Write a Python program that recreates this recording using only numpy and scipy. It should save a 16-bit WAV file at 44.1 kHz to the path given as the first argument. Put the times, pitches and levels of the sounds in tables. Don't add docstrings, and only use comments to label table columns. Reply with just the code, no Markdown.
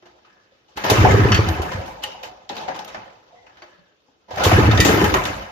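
import sys
import numpy as np
from scipy import signal
from scipy.fft import rfft, irfft
from scipy.io import wavfile

SR = 44100
rng = np.random.default_rng(int(sys.argv[2]) if len(sys.argv) > 2 else 0)


def gain_from_db(level_db):
    decades = np.asarray(level_db, float) / 20
    return 10 ** decades


def digitize_waveform(pressure):
    field = np.atleast_2d(pressure).T
    bounded = np.clip(field, -1, 1)
    quanta = np.round(bounded * 32767).astype(np.int16)
    wavfile.write(sys.argv[1], SR, quanta)


N = 242991
EARS = np.array([[1], [-1]])


def rms_one(x):
    return x / np.sqrt(np.mean(x ** 2) + 1e-20)


def in_time(rows):
    s, *columns = np.transpose(rows)
    return [np.interp(np.arange(N) / SR, s, column) for column in columns]


def at_hz(points, hz):
    points_hz, values = np.array(points).T
    return np.interp(np.log(hz), np.log(points_hz), values)


def add(track, start_s, piece):
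    i = round(start_s * SR)
    end = min(N, i + piece.shape[-1])
    track[..., i:end] += piece[..., :end - i]


def drift(rate_hz):
    r = np.exp(-80 * np.pi * rate_hz / SR)
    slow = signal.lfilter([1], [1, -2 * r, r * r], rng.standard_normal(N // 40 + 2002))[2000:]
    return np.interp(np.arange(N) / 40, np.arange(len(slow)), rms_one(slow))


def wobble(t, rough_db):
    steps_s = np.arange(0, t[-1] + .012, .012)
    flutter = np.array([np.interp(t, steps_s, rng.standard_normal(len(steps_s))) for ear in (0, 1)])
    return gain_from_db(rough_db * np.minimum(t / 0.095, 1) * flutter)


def resonate(x, hz, width_hz):
    r = np.exp(-np.pi * width_hz / SR)
    poles = [1, -2 * r * np.cos(2 * np.pi * hz / SR), r * r]
    return signal.lfilter([(1 - r * r) / 2, 0, (r * r - 1) / 2], poles, x)


def highpass(x, order, cut_hz):
    return signal.sosfilt(signal.butter(order, cut_hz, "high", fs=SR, output="sos"), x)


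# (time [s], thump level [dB], thump pitch [Hz], bark level [dB])
EXHAUST_OPENINGS = [(0.9187, -7.5, 102.6, -4.5), (1.044, -5, 116.4, -5), (1.1455, -4, 105, -5),
                    (1.256, -8, 119, -6.5), (1.3923, -6.5, 101, -8), (1.599, -15, 80.6, -15.5),
                    (1.75, -21, 98.6, -56), (4.467, -7.5, 96.6, -4.5), (4.589, -6, 121, -3.5),
                    (4.691, -2.5, 109, -9), (4.803, -13, 101, -20), (4.944, -12, 102, -8),
                    (5.04, -15, 81.5, -11.5), (5.303, -26.5, 90, -22)]
BARK_HZ, BARK_HZ_PER_DB = 473, 6.5


def exhaust_pops():
    out, t = np.zeros(N), np.arange(-.03, .12, 1 / SR)
    for s, thump_db, thump_hz, bark_db in EXHAUST_OPENINGS:
        bark_hz = BARK_HZ + BARK_HZ_PER_DB * thump_db
        thump_shape = np.where(t < 0, np.exp(-(t / 0.0061) ** 2), np.exp(-t / 0.017))
        bark_shape = np.where(t < 0, np.exp(-(t / 0.0016) ** 2), np.exp(-t / 0.0036))
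        thump = gain_from_db(thump_db) * thump_shape * np.cos(2 * np.pi * thump_hz * t)
        bark = gain_from_db(bark_db) * bark_shape * np.cos(2 * np.pi * bark_hz * t)
        add(out, s + t[0], -thump - bark)
    return out


# (first crest time [s], level [dB], start pitch [Hz], open time [s])
INTAKE_OPENINGS = [(.986, -7.5, 123, 0.033), (1.079, -12.5, 91, 0.02), (1.109, -11.5, 98, 0.022),
                   (1.197, -10.5, 123, 0.043), (1.314, -11, 112.4, 0.038), (1.482, -15, 92.5, 0.038),
                   (1.787, -24, 100, 0.012), (4.5313, -7.5, 109, 0.03), (4.628, -11.5, 95, 0.012),
                   (4.656, -9.5, 92.5, 0.036), (4.693, -21, 114, 0.058), (4.742, -12, 113, 0.032),
                   (4.7983, -6.5, 100, 0.003), (4.865, -21.5, 103, 0.044), (5.0715, -21, 102, 0.025)]
CRANKCASE_REST_HZ = 80.6


def intake_gulps():
    out, t = np.zeros(N), np.arange(-.02, .12, 1 / SR)
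    for s, level_db, start_hz, open_s in INTAKE_OPENINGS:
        slide = (CRANKCASE_REST_HZ - start_hz) * t * np.abs(t) / (2 * open_s)
        phase = 2 * np.pi * (start_hz * t + slide)
        swell = (np.minimum(t, 0) / 0.0051) ** 2
        closing = (np.maximum(t - open_s, 0) / 0.0053) ** 2
        ring = np.cos(phase) + .2 * np.cos(2 * phase + 0.21)
        add(out, s + t[0], gain_from_db(level_db) * np.exp(-swell - closing) * ring)
    return out


def port_slaps(level_db, t60_s):
    out, t = np.zeros(N), np.arange(0, .1, 1 / SR)
    for s, port_db, *_ in INTAKE_OPENINGS + EXHAUST_OPENINGS:
        slap = gain_from_db(port_db + level_db - 60 * t / t60_s) * (1 - np.exp(-t / 0.027))
        add(out, s - .012, slap)
    return out


# (time [s], chassis shake [dB], pulley and fan effort [dB])
PULLS = [
    [(.76, -53, -48.5), (.83, -51, -39), (.95, -24.5, -23.5), (1.03, -19, -23.5), (1.27, -22, -27),
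     (1.55, -33.5, -33.5), (1.7, -42, -39), (1.87, -47, -47.5), (2.16, -90, -86)],
    [(4.34, -57, -46.5), (4.5, -25.5, -28), (4.58, -19, -23), (4.74, -25, -29), (5.03, -18, -28),
     (5.14, -25, -32), (5.25, -36.5, -36.5), (5.39, -43, -40), (5.51, -66, -46.5)],
]
# (time [s], level [dB])
ROPE_SLIDE = [(0, -58), (.7, -62), (1.3, -32), (1.55, -35.5), (1.84, -33.5), (2.12, -40.5), (2.33, -41),
              (2.55, -51.5), (2.68, -35), (2.87, -48), (3.08, -43), (3.22, -52.5), (3.64, -50.5),
              (3.99, -69), (4.4, -65.5), (5.28, -44), (5.38, -34.5), (5.51, -43)]
PULL_DB = [1.5, -1.5, -3.5, 2.5, -9.5, -18]
ROPE_DB = [-16, -16.5, -7, -10.5, -10.5, -30]
PULL_FOLLOWS = [0.95, 0.9, 0.99, 1.026, 1.13, 0.94]
ROPE_FOLLOWS = [0.68, 0.81, 1.21, 0.48, 0.36, 0.27]
FULL_DB, SLIDING_DB, BOOM_TOP_DB = -25, -55, -29


def rattle_levels():
    drives = []
    for rows in PULLS:
        before, after = (rows[0][0] - .01, -120, -120), (rows[-1][0] + .1, -120, -120)
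        drives.append(in_time([before] + rows + [after]))
    shake_db, effort_db = np.max(drives, axis=0)
    rope_db, = in_time(ROPE_SLIDE)
    pulled_db, slid_db = [], []
    for drive_db, db, steep in zip([shake_db] * 2 + [effort_db] * 4, PULL_DB, PULL_FOLLOWS):
        pulled_db.append(FULL_DB + db + steep * (drive_db - FULL_DB))
    for db, steep in zip(ROPE_DB, ROPE_FOLLOWS):
        slid_db.append(SLIDING_DB + db + steep * (rope_db - SLIDING_DB))
    pulled_db[0] = np.minimum(pulled_db[0], BOOM_TOP_DB)
    return gain_from_db(np.array(pulled_db)) + gain_from_db(np.array(slid_db))


# (frequency [Hz], correlation [-1..1])
LIKENESS = [(60, 1), (130, 0.93), (290, 0.83), (640, 0.041), (1410, -0.34), (3100, -0.051), (6820, -0.14),
            (15000, -0.05)]
# (frequency [Hz], source number [-])
ZONES = [(140, 0), (210, 1), (420, 1), (520, 2), (940, 2), (1080, 3), (1900, 3), (3400, 4), (6600, 4),
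         (7400, 5)]


def stereo_zones(spectrum, patchy_db, grit_db):
    edges_hz = 30 * 2 ** (np.arange(28) / 3)
    contact = gain_from_db(grit_db * drift(110))
    white = rng.standard_normal((2, 2, N)) * contact
    zones = np.zeros((6, 2, N))
    for k, (low_hz, high_hz) in enumerate(zip(edges_hz, edges_hz[1:])):
        band_filter = signal.butter(2, [low_hz, high_hz], "band", fs=SR, output="sos")
        mid, side = signal.sosfilt(band_filter, white[k % 2])
        hz = np.sqrt(low_hz * high_hz)
        alike = np.clip(at_hz(LIKENESS, hz), -1, 1)
        gain = gain_from_db(at_hz(spectrum, hz) + patchy_db * drift(14.5))
        band = gain * (np.sqrt(1 + alike) * mid + np.sqrt(1 - alike) * side * EARS)
        place = at_hz(ZONES, hz)
        zones[int(place)] += (1 - place % 1) * band
        zones[int(np.ceil(place))] += place % 1 * band
    return zones


# (frequency [Hz], width [Hz], level [dB])
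HOUSING = [(190, 25, -7), (318, 20, -3), (397, 16, -4), (530, 35, -5), (732, 30, 0), (850, 45, -4),
           (634, 40, -3), (993, 35, -7), (1267, 35, -5), (2060, 50, -9), (2980, 90, -10)]


def housing(x):
    out = .5 * x
    for hz, width_hz, level_db in HOUSING:
        out = out + gain_from_db(level_db + 3.4 * drift(14.0)) * resonate(x, hz, width_hz)
    return rms_one(out)


# (frequency [Hz], density [dB per Hz])
COLOUR = [(18, -45), (50, -4), (106, -5.5), (233, -12), (384, -11.5), (666, -23), (721, -17), (1350, -20.5),
          (1860, -19.5), (2170, -24), (3060, -21), (6050, -27.5), (8520, -45), (13700, -48.5), (16000, -53)]


def clatter(low_hz, high_hz, per_s, spread_db, t60_s):
    sizes = gain_from_db(spread_db * np.minimum(rng.exponential(1, (2, N)), 2))
    clicks = sizes * (rng.random((2, N)) < per_s / SR)
    dealt, out = rng.integers(0, 10, (2, N)), 0
    r = gain_from_db(-60 / (t60_s * SR))
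    for k, hz in enumerate(np.geomspace(low_hz, high_hz, 10) * rng.uniform(0.94, 1.04, 10)):
        w = 2 * np.pi * hz / SR
        struck = clicks * (dealt == k) + 1e-18
        rung = signal.lfilter([0, np.sin(w)], [1, -2 * r * np.cos(w), r * r], struck)
        out = out + gain_from_db(at_hz(COLOUR, hz)) * np.sqrt(hz) * rung
    return rms_one(out)


TICKS = [(.7726, -18.5, -1.5, -12.5, 0.059), (.8994, -17.5, 5, 6.5, 0.14), (1.1109, -30.5, -21, 4.5, 0.04),
         (1.4879, -31.5, 6, 12, 0.025), (1.6174, -43, 12, 11.5, 0.16), (1.8585, -49.5, -5, 7.5, 0.28),
         (2.0364, -30.5, -8, 9, 0.036), (5.099, -38, -20, 9.5, 0.03), (5.238, -40, -20, 14, 0.03),
         (5.253, -38.5, -20, 10, 0.065), (2.232, -45.5, -20, 8, 0.059), (2.5557, -47, -10, 6, 0.03),
         (2.6145, -51, -10, 4, 0.03), (2.7625, -47, -10, 8, 0.033), (2.8789, -44, -9.5, 7, 0.041),
         (4.359, -41.5, -8, 6, 0.04), (2.8474, -45, -18, 11, 0.024), (4.436, -23.5, -4, 10, 0.18),
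         (4.448, -23.5, 1, 5.5, 0.14), (4.8019, -25, -39, 18.5, 0.086), (4.8478, -10, 0.5, -1.8, 0.33),
         (5.0412, -17.5, -1, 0, 0.071), (5.14, -8, -4.5, -9.5, 0.1)]
KNOCKS = [(4.0834, -69.5, 17.5, -16.5, 0.094), (.838, -21, 6.5, 1.5, 0.3), (1.049, -16.5, 15, -30.5, 0.067),
          (2.118, -51.5, 2, 10, 0.18), (2.566, -36.5, 1, 8, 0.12), (2.577, -38, 1, 2, 0.13),
          (2.7444, -34.5, -5, -2.5, 0.2), (2.7904, -42, -4, 14, 0.064), (3.3254, -74, 12, -13, 0.19),
          (4.3066, -37, 5, 2.5, 0.3), (4.3705, -24, 0.5, -7.5, 0.61), (4.396, -22.5, 5, -4, 0.5),
          (4.516, -20.5, 11.5, -13, 0.12)]
THUDS = [(.0235, -44.5, -2, -14, 0.081), (.056, -49, 6.5, 0, 0.16), (.2467, -49, -14, -12, 0.34),
         (1.3188, -9, -17, -5, 0.049), (1.345, -18.5, -29, 5.5, 0.11), (1.716, -25.5, -14, -7.5, 0.23),
         (2.4923, -38.5, -18, 13.5, 0.022), (2.4945, -29.5, 6, -2.5, 0.44), (2.6798, -23.5, 3, -9.5, 0.15),
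         (2.9445, -24.5, -2.5, -16, 0.12), (3.1574, -57, -34, -10, 0.061),
         (3.4657, -41.5, -11.5, -12, 0.13), (3.5693, -46, -25, -6, 0.13), (3.6197, -35, -10.5, -8, 0.14),
         (4.7744, -37, -21, 18.5, 0.1), (5.2516, -27, -20, 5.5, 0.15)]
SCUFFS = [(.678, -55.5, 10, 7, 0.19), (2.020, -26, -10, 3, .15), (2.227, -21.5, -2, 3, 0.06),
          (2.873, -37, -25, 4.5, 0.2), (4.278, -41, 9.5, -5, 0.31), (4.708, -4, -3, -1, 0.029),
          (.764, -32.5, 3, 12, 0.1)]
TICK_HISS_DB, KNOCK_HISS_DB, THUD_HISS_DB = -1, -14.5, -17.5
SCUFF_RISE_S = .007


def knock_envelopes():
    out, t = np.zeros((4, 2, N)), np.arange(0, .5, 1 / SR)
    kinds = [(TICKS, TICK_HISS_DB, 0), (KNOCKS, KNOCK_HISS_DB, 0), (THUDS, THUD_HISS_DB, 0),
             (SCUFFS, KNOCK_HISS_DB, SCUFF_RISE_S)]
    part_lasts = np.array([1.13, 1.02, 0.65, 0.61])[:, None, None]
    part_snap = np.array([0.049, 0.28, 0.91, 0.15])[:, None, None]
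    snap = part_snap * np.exp(-t / 0.0027)
    for rows, hiss_db, rise_s in kinds:
        for s, peak_db, dull_db, bright_db, t60_s in rows:
            parts_db = np.array([dull_db, 0, bright_db, bright_db + hiss_db])
            levels = gain_from_db(peak_db - 10.5 + parts_db)[:, None, None]
            lasts_s = max(t60_s, .01) * part_lasts
            crack_and_tail = gain_from_db(-60 * t / lasts_s) + 0.41 * gain_from_db(-60 * t / (5.13 * lasts_s))
            sides = gain_from_db(EARS * rng.normal(0, 1.2))
            rise = 1 - np.exp(-t / (0.0068 * t60_s + rise_s))
            if rise_s:
                rise = rise ** 2
            add(out, s, levels * sides * (crack_and_tail + snap) * rise)
    return out


def rattle():
    boom, panel, cowl, scrape, jingle, hiss = stereo_zones(COLOUR, patchy_db=2.0, grit_db=1.0)
    scrape = housing(scrape) + .55 * clatter(1100, 2500, per_s=250, spread_db=4.0, t60_s=.04)
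    jingle = housing(jingle) + .6 * clatter(2500, 6800, per_s=900, spread_db=4.0, t60_s=.045)
    noises = [rms_one(boom), housing(panel), housing(cowl), rms_one(scrape), rms_one(jingle), rms_one(hiss)]
    dull, middle, bright, top = knock_envelopes()
    panel_knocks = 0.34 * dull + port_slaps(level_db=-7.5, t60_s=0.073)
    knocks = [.07 * dull, panel_knocks, dull, middle, bright, top]
    return sum(noise * (level + knock) for noise, level, knock in zip(noises, rattle_levels(), knocks))


# (time [s], level [dB])
BRACKET_BLOWS = [(1.321, -21), (1.345, -22.5), (1.376, -29)]
PAWL_BLOWS = [(4.775, -27.5), (4.802, -19.5)]
GUIDE_BLOWS = [(2.033, -34), (2.039, -21), (2.240, -37)]
# (frequency [Hz], level [dB], t60 [s])
BRACKET_MODES = [(1690, -4, .15), (2000, 0.5, .08), (2150, -4.5, .08), (2540, -3.5, 0.2), (2740, 3, .07),
                 (3020, 1.5, .08), (3280, -1, 0.03), (3380, -10.5, 0.14), (4486, -9.5, .25),
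                 (4600, -9.5, .2), (5700, -9.5, 0.18)]
PAWL_MODES = [(1812, 6, .25), (1935, 6, .22), (2070, -4, .15), (2350, -3, .25), (3700, -1, .17),
              (4755, 0, .09), (6100, -14, .06), (4540, -12, .05), (6912, -12, .2)]
GUIDE_MODES = [(839, -6.5, 0.14), (1446, -9, 0.043), (1840, -8, 0.08), (2900, 5.5, 0.036),
               (3030, -16, 0.25), (3100, -16, 0.27), (3140, -4, 0.042), (4040, -10, 0.025),
               (4620, -19, .05)]
RISE_CYCLES = 6.0


def struck_metal():
    out, t = np.zeros((2, N)), np.arange(0, .6, 1 / SR)
    parts = [(BRACKET_BLOWS, BRACKET_MODES), (PAWL_BLOWS, PAWL_MODES), (GUIDE_BLOWS, GUIDE_MODES)]
    strikes = [(blow, mode) for blows, modes in parts for blow in blows for mode in modes]
    for (s, blow_db), (hz, level_db, t60_s) in strikes:
        start = rng.uniform(0, 2 * np.pi) + rng.uniform(0.3, 0.52) * EARS
        first = 1 + hz / 4000 * np.exp(-t / 0.004)
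        rise = 1 - np.exp(-t * hz / RISE_CYCLES)
        fade = gain_from_db(blow_db + level_db - 60 * t / t60_s) * first * rise
        add(out, s, fade * wobble(t, rough_db=3.0) * np.sin(2 * np.pi * hz * t + start))
    return out


PINGS = [(0.028, 356, -50.5, 0.62), (3.622, 4580, -43, 0.063), (3.621, 1260, -47, 0.074),
         (3.621, 822, -44, 0.094), (3.622, 608, -48.5, 0.29), (.248, 1230, -50, .1),
         (.520, 531, -53.5, 0.16), (.778, 840, -25, 0.11), (0.899, 3720, -16, 0.06),
         (0.978, 2680, -19.5, 0.09), (1.05, 732, -8.5, 0.13), (.056, 2850, -56, .08),
         (.066, 3050, -56, .05), (.066, 700, -49, .12), (.682, 2950, -60, .05), (.248, 2900, -59, .04),
         (3.466, 2500, -54, .04), (3.57, 1300, -56, .05), (2.682, 748, -25, 0.24),
         (2.848, 13000, -44, 0.046), (2.946, 623, -33, 0.091), (2.97, 107, -49, 0.47),
         (3.464, 2860, -52, .08), (3.623, 2170, -38, 0.04), (3.624, 353.6, -48, 0.35),
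         (4.087, 270, -57.5, 0.08), (3.326, 647, -46.5, 0.065), (0.901, 5800, -27, 0.3),
         (2.4925, 3900, -27, 0.035), (2.4925, 5300, -29, 0.02), (2.497, 820, -27, 0.12),
                (2.565, 4400, -35, 0.04), (2.581, 3860, -31, 0.06), (2.764, 830, -30, 0.05),
                (2.803, 800, -32, 0.2),
         (4.311, 513, -34.5, 0.093), (4.332, 95, -36, 0.11), (4.449, 3780, -41, 0.28),
              (4.516, 696, -10.5, 0.065), (4.856, 292, -7.5, 0.045), (4.893, 424, -9.5, 0.089),
              (4.924, 310, -9, 0.056), (4.714, 3620, -17, 0.047), (5.045, 1750, -19, 0.039),
              (5.145, 6450, -19, 0.021)]
# (time [s], pitch [Hz], level [dB], t60 [s])
MORE_PINGS = [(.85, 928, -19.5, 0.11), (.94, 840, -26.5, 0.064), (0.972, 1100, -19, .07),
              (1.005, 1490, -25.5, 0.087), (1.035, 560, -16.5, .06), (1.062, 924, -18, .06),
              (1.09, 628, -24, 0.058), (1.108, 2110, -19, .05), (1.122, 800, -25.5, 0.064),
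              (1.149, 1157, -17, .06), (1.27, 780, -28.5, .07), (1.322, 5700, -24, .08),
              (1.321, 3020, -18.5, .08), (1.322, 2000, -23.5, .07), (1.332, 1414, -22, .07),
              (1.346, 3060, -15, .07), (1.347, 4530, -29.5, .15), (1.392, 1160, -20, 0.052),
              (1.482, 736, -23, 0.1), (1.602, 1030, -24, 0.11), (1.632, 752, -25, 0.058),
              (1.721, 1002, -26, 0.1), (1.752, 875, -32, 0.1),
              (4.371, 744, -22, 0.12), (4.405, 720, -20.5, 0.14), (4.42, 1456, -19.5, 0.12),
                   (4.435, 820, -16.5, 0.065), (4.445, 2060, -19, 0.053), (4.455, 1077, -15.5, 0.13),
                   (4.512, 2380, -32, 0.046), (4.55, 520, -29, 0.062), (4.552, 730, -26, 0.063),
                   (4.565, 1640, -16, 0.066), (4.61, 1240, -18.5, 0.089), (4.635, 316, -19, 0.17),
                   (4.523, 322, -14, .05), (4.795, 424, -12.5, 0.055), (4.655, 2650, -21, 0.064),
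                   (4.712, 1278, -20, 0.2), (4.732, 710, -17, 0.065), (4.853, 790, -14, .05),
                   (4.866, 520, -13, 0.062), (4.905, 630, -14.5, 0.066), (4.975, 343, -17, .1),
                   (5.03, 186, -15, 0.085), (5.06, 403, -15, 0.053), (5.14, 2425, -22, 0.072),
                   (5.141, 1890, -17, 0.066), (5.148, 903, -17, 0.067), (5.155, 369, -18, 0.14),
                   (5.18, 1008, -20.5, 0.13)]


def pings():
    out, t = np.zeros((2, N)), np.arange(0, .5, 1 / SR)
    for s, hz, level_db, t60_s in PINGS + MORE_PINGS:
        start = rng.uniform(.4, 1, (2, 1, 1)) * EARS * min(hz / 1200, .9)
        main = np.sin(2 * np.pi * hz * t + start[0])
        partner = .5 * np.sin(2 * np.pi * 1.045 * hz * t + start[1])
        fade = gain_from_db(level_db - 60 * t / t60_s) * (1 - np.exp(-t / 0.00068))
        add(out, s, fade * wobble(t, rough_db=4.5) * (main + partner))
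    return out


# (time [s], length [s], pitch [Hz], width [Hz], level [dB])
WHIRRS = [(0.284, 0.3, 1680, 240, -61), (2.037, 0.19, 2900, 320, -41), (3.324, 0.21, 734, 54, -52),
          (3.33, 0.19, 510, 49, -53.5), (3.677, 0.3, 1702, 170, -62), (3.696, 0.26, 590, 76, -59.5),
          (3.78, 0.083, 179.5, 17, -58.5), (4.85, .2, 259, 330, -25.5), (.842, .045, 13050, 900, -38),
          (1.495, .06, 13100, 800, -46), (2.101, .36, 800, 220, -47), (3.353, 0.17, 2020, 140, -58),
          (3.497, 0.16, 1710, 120, -60), (3.847, .14, 1550, 93, -66), (3.701, .1, 3000, 120, -64)]


def whirrs():
    out = np.zeros((2, N))
    for s, length_s, hz, width_hz, level_db in WHIRRS:
        part = np.linspace(0, 1, int(length_s * SR))
        note = rng.standard_normal((2, SR // 2))
        for stage in (0, 1):
            note = resonate(note, hz, width_hz)
        swell = np.minimum(13.0 * part, 1) * (1 - part) ** 0.73
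        add(out, s, gain_from_db(level_db) * swell * rms_one(note)[:, -len(part):])
    return out


ROOM_T60_S, WALL_CUT_HZ, ROOM_DB = .35, 2300, -16
ROOM_BASS_HZ = 75


def room(source):
    x = highpass(source, 2, ROOM_BASS_HZ)
    out, dull = np.zeros((2, N)), np.exp(-2 * np.pi * WALL_CUT_HZ / SR)
    for k, lag in enumerate((rng.uniform(0.022, .05, 12) * SR).astype(int)):
        loop, gain, state = x.copy(), gain_from_db(-60 * lag / SR / ROOM_T60_S), [0.]
        for i in range(lag, N, lag):
            back, state = signal.lfilter([gain * (1 - dull)], [1, -dull], loop[i - lag:i], zi=state)
            loop[i:i + lag] += back[:N - i]
        out[k % 2] += (loop - x) * (-1) ** (k // 2)
    return gain_from_db(ROOM_DB) * out


# (frequency [Hz], density [dB per Hz])
GARAGE = [(18, -62), (60, -21.5), (215, -11.5), (252, -11), (437, -5.5), (721, -14.5), (988, -24),
          (3060, -35), (8500, -63.5), (13000, -46)]
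GARAGE_DB = -67


def garage():
    hz = np.arange(N // 2 + 1) * SR / N + 1
    mid, side = irfft(rfft(rng.standard_normal((2, N))) * gain_from_db(at_hz(GARAGE, hz)), N)
    return gain_from_db(GARAGE_DB) * rms_one(mid + 0.57 * side * EARS)


def scene():
    breathing = exhaust_pops() + intake_gulps()
    clanks = struck_metal() + pings() + whirrs()
    echoes = room(breathing + clanks.mean(axis=0))
    return breathing + rattle() + clanks + echoes + garage()


TOP_FROM_HZ, TOP_TO_HZ, RUMBLE_CUT_HZ = 7300, 15500, 40


def patchy_top(x, lost, edge_db):
    hz, s, parts = signal.stft(x, SR, nperseg=1024)
    hz = hz[:, None]
    near_edge = np.exp(-((hz - TOP_FROM_HZ - 1100) / 2000) ** 2)
    fuller = np.exp(-((hz - 13300) / 1200) ** 2)
    chance = rng.random((len(hz) // 8 + 1, len(s) // 4 + 1))
    chance = np.repeat(np.repeat(chance, 8, axis=0), 4, axis=1)[:len(hz), :len(s)]
    kept = chance > lost + .25 * near_edge - .25 * fuller
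    gain = np.where(hz < TOP_FROM_HZ, 1, kept * gain_from_db(edge_db * near_edge)) * (hz < TOP_TO_HZ)
    return signal.istft(parts * gain, SR, nperseg=1024)[1][:, :N]


def low_pass(x):
    return signal.sosfilt(signal.butter(12, 16460, fs=SR, output="sos"), x)


def record(dry):
    cut = highpass(dry, 3, RUMBLE_CUT_HZ)
    held = 1.1 * np.tanh(cut / 1.1)
    mix = patchy_top(held, lost=0.23, edge_db=-5.5)
    return low_pass(mix)


dry = scene()
out = record(dry)
digitize_waveform(out)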